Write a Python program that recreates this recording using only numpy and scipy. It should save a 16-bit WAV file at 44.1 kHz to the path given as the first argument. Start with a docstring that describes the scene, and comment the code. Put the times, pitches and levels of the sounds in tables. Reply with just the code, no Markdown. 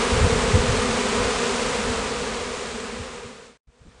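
"""Outdoors, close to a hive box with a swarm of honey bees hanging on it.
Dozens fly about, each on its own wandering wingbeat; others fan on the box, and the crawling mass
rustles with tiny scrapes. Light wind buffets the microphone over a wash of distant air.
The whole mix fades out, rests briefly in near silence and just begins to creep back in."""
import sys
import numpy as np
from scipy import signal
from scipy.fft import rfft, irfft
from scipy.io import wavfile
from scipy.ndimage import uniform_filter1d

SR = 44100
rng = np.random.default_rng(int(sys.argv[2]) if len(sys.argv) > 2 else 0)


def transcribe(signal):
    """Save signal, clipped to [-1, 1], as a 16-bit WAV file at the path in sys.argv[1]."""
    frames = np.atleast_2d(signal).T
    limited = np.clip(frames, -1, 1)
    pcm = np.round(limited * 32767).astype(np.int16)
    wavfile.write(sys.argv[1], SR, pcm)


N = 176400
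T = np.arange(N) / SR

# Tone of the distant air. Each row: frequency in Hz, level in dB.
AIR_SPECTRUM = [(100, -9), (300, -1.5), (550, 1.5), (900, -1), (1300, -5), (2200, -7.5), (4000, -10.5),
                (8000, -17), (11000, -32.5)]
# Tone of the wind rumble. Each row: frequency in Hz, level in dB.
WIND_SPECTRUM = [(15, -41), (26, -19.5), (40, 2), (58, 2.5), (78, -4), (110, -8.5), (165, -4), (215, -10.5),
                 (290, -26), (500, -38), (2000, -85)]
# Rise and fall of the rumble. Each row: time in seconds, level in dB.
WIND_LEVEL = [(0, -36), (.35, -27), (.8, -30), (1.05, -37.5), (1.5, -38), (2.0, -35.5), (2.5, -36.5),
              (3.0, -37), (3.5, -36), (4, -30.5)]
# Buffets on the microphone. Each row: centre in seconds, length in seconds, level in dB, top edge in Hz.
WIND_GUSTS = [(0.14, 0.023, -19, 88.5), (0.173, .014, -21, 110), (0.228, 0.032, -16, 140),
              (.25, 0.028, -18, 84), (0.272, .015, -18.5, 139), (.332, 0.031, -22.5, 190),
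              (0.552, 0.025, -12.5, 135), (0.57, 0.013, -15, 278), (.60, 0.016, -20.5, 90),
              (0.704, 0.037, -19.5, 80), (0.794, 0.036, -33, 128), (0.897, .04, -33, 69.4),
              (1.225, 0.083, -28.5, 98), (1.896, 0.03, -26.5, 90), (3.01, 0.022, -20, 131),
              (3.256, 0.022, -26, 90), (3.688, 0.019, -8, 100), (3.821, 0.018, -16, 118),
              (3.871, 0.032, -14.5, 178)]
# Tone of legs and wings scraping in the crawling mass. Each row: frequency in Hz, level in dB.
RUSTLE_SPECTRUM = [(200, -25), (320, -5), (450, 1.5), (700, 0), (1500, 0.5), (3000, -2.5), (4000, -2.2),
                   (5200, -4.5), (7000, -4), (8200, -5.5), (9000, -11), (10000, -16.5), (11000, -41.5)]
# Rise and fall of the rustle. Each row: time in seconds, level in dB.
RUSTLE_LEVEL = [(0, -31), (1, -31), (1.5, -31), (2.1, -32), (2.7, -31.5), (3.1, -31.5), (3.39, -33),
                (3.46, -28), (3.53, -32), (3.7, -34), (4, -35.5)]
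# Overtones of a wing stroke. Each row: frequency in Hz, level in dB.
STROKE_SPECTRUM = [(600, -9.5), (780, -13), (1000, -7), (1250, -7), (1600, -12.5), (2400, -13.5),
                   (4000, -20), (6000, -25.5), (9000, -24), (11000, -42)]
# Bees darting past. Each row: centre in seconds, length in seconds, wingbeat in Hz, level in dB.
CLOSE_PASSES = [(0.825, 0.024, 239, -25), (1.317, .03, 236.8, -29), (1.941, 0.034, 230.7, -28)]
# Nearness of the swarm. Each row: time in seconds, gain in dB.
SWARM_LEVEL = [(0, 2), (.5, -0.1), (1.0, -0.26), (1.4, -1.5), (1.9, -1.3), (2.4, -3), (2.9, -1.3),
               (3.25, -0.9), (3.55, -2.5), (3.7, -5.5), (4, -6.5)]

# Wing settings: how far one bee's beat wanders, and the weight of its fundamental.
FLYING = dict(wander_hz=10, fundamental_db=-1.5)
FANNING = dict(wander_hz=6, fundamental_db=-4.5)


def amp(db):
    """Decibels to gain."""
    return 10 ** (np.asarray(db) / 20)


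def unit(x):
    """Scales to rms 1."""
    return x / np.sqrt(np.mean(x ** 2) + 1e-20)


def level(points):
    """A fader ride through points of seconds and dB."""
    return amp(np.interp(T, *np.transpose(points)))


def bell(centre, length):
    """A smooth swell up to 1 and back, timed in seconds."""
    return np.exp(-2 * ((T - centre) / length) ** 2)


def spectrum(points, hz):
    """Gain at hz on an EQ curve through points of Hz and dB."""
    point_hz, db = np.transpose(points)
    return amp(np.interp(np.log(hz + 1), np.log(point_hz + 1), db))


def colour(x, points):
    """Runs x through an EQ curve and scales it to rms 1."""
    return unit(irfft(rfft(x) * spectrum(points, np.fft.rfftfreq(N, 1 / SR)), N))


def drift(rate_hz, count=800):
    """Slow random motion of rms 1, rolling off above rate_hz."""
    hz = np.fft.rfftfreq(count, N / SR / count)
    rolloff = (hz > 0) / np.sqrt((1 + hz) * (1 + (hz / rate_hz) ** 4))
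    slow = irfft(rfft(rng.standard_normal(count)) * rolloff, count)
    return np.interp(T, np.linspace(0, N / SR, count), unit(slow))


def distant_air():
    """A steady bed of far-off outdoor noise."""
    return amp(-31.5) * colour(rng.standard_normal(N), AIR_SPECTRUM)


def wind(low_cut_hz=39.7, slope=3.43):
    """Wind on the microphone: a low rumble with short, soft thumps."""
    rumble = level(WIND_LEVEL) * colour(rng.standard_normal(N), WIND_SPECTRUM)
    hz = np.fft.rfftfreq(N, 1 / SR)
    low_cut = hz ** 2 / np.hypot(hz ** 2, low_cut_hz ** 2)
    for centre, length, db, edge_hz in WIND_GUSTS:
        band = low_cut / np.hypot(1, (hz / edge_hz) ** slope)
        envelope = bell(centre, length)
        puff = envelope * irfft(rfft(rng.standard_normal(N)) * band, N)
        rumble += amp(db) * puff * np.linalg.norm(envelope) / np.linalg.norm(puff)
    return rumble


def crawling_rustle(ticks_per_s=3500, spread_db=2, tick_share=0.36):
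    """Countless tiny scrapes merge into a hiss, with the nearer ones as faint grain."""
    scrapes = rng.standard_normal(N) * amp(spread_db * np.minimum(rng.exponential(1, N), 4))
    ticks = scrapes * (rng.random(N) < ticks_per_s / SR)
    grain = np.sqrt(tick_share) * unit(ticks)
    hiss = np.sqrt(1 - tick_share) * rng.standard_normal(N)
    return level(RUSTLE_LEVEL) * colour(grain + hiss, RUSTLE_SPECTRUM)


def bee(beat_hz, wander_hz, fundamental_db, harmonics=48, size=2048):
    """One bee: a sharp wing stroke repeats at a wandering rate and swells as the bee comes near."""
    scatter_db, scatter_rad, swell_db = 2, 1.18, 2
    gain_scatter, phase_scatter = rng.standard_normal((2, harmonics))  # each bee has its own timbre
    gains = spectrum(STROKE_SPECTRUM, np.arange(1, harmonics + 1) * beat_hz)
    gains *= amp(scatter_db * gain_scatter)
    gains[:2] = amp([fundamental_db, 1.5])  # the lowest two harmonics give the buzz its body
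    partials = gains * np.exp(1j * scatter_rad * phase_scatter)
    stroke = unit(irfft(np.r_[0, partials], size))
    cycles = rng.random() + np.cumsum(beat_hz + wander_hz * drift(rate_hz=7)) / SR
    nearness = unit(amp(swell_db * drift(rate_hz=10.4)))
    return stroke[(cycles * size).astype(int) % size] * nearness


def close_bees():
    """A bee stands out from the swarm for the instant that it passes."""
    return sum(amp(db) * bell(centre, length) * bee(beat_hz, **FLYING)
               for centre, length, beat_hz, db in CLOSE_PASSES)


def bee_chorus(wings, count, beat_hz, spread_hz):
    """Many bees, detuned evenly to either side of one wingbeat, blur into a drone."""
    return unit(sum(bee(beat_hz + spread_hz * offset, **wings) for offset in np.linspace(-1, 1, count)))


def swarm_buzz():
    """The main drone: bees in flight, over slower wings fanning on the box."""
    flying = bee_chorus(FLYING, count=36, beat_hz=240.5, spread_hz=15)
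    fanning = bee_chorus(FANNING, count=16, beat_hz=207.17, spread_hz=13)
    return level(SWARM_LEVEL) * (amp(-25) * flying + amp(-29) * fanning)


def scene():
    """Everything reaches one microphone, the same in both ears."""
    mix = swarm_buzz() + crawling_rustle() + wind() + distant_air() + close_bees()
    return np.tile(mix, (2, 1))


def record(dry):
    """A fade out, a moment of near silence and the start of a slow fade in, with the top rolled off."""
    fade_from_s, silent_at_s, fade_in_s = 1.53, 3.613, 7.6
    gap_from_s, gap_to_s, gap_db = 3.574, 3.672, -27
    falling = (silent_at_s - T) / (silent_at_s - fade_from_s)
    rising = (T - silent_at_s) / fade_in_s
    fade = np.clip(np.maximum(falling, rising), 0, 1)
    in_gap = (T >= gap_from_s) & (T <= gap_to_s)
    duck = uniform_filter1d(np.where(in_gap, amp(gap_db), 1.), size=128)
    low_pass = signal.firwin(801, cutoff=10920, window=("kaiser", 9), fs=SR)
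    return signal.oaconvolve(dry * fade * duck, low_pass[None], "same")


dry = scene()
out = record(dry)
transcribe(out)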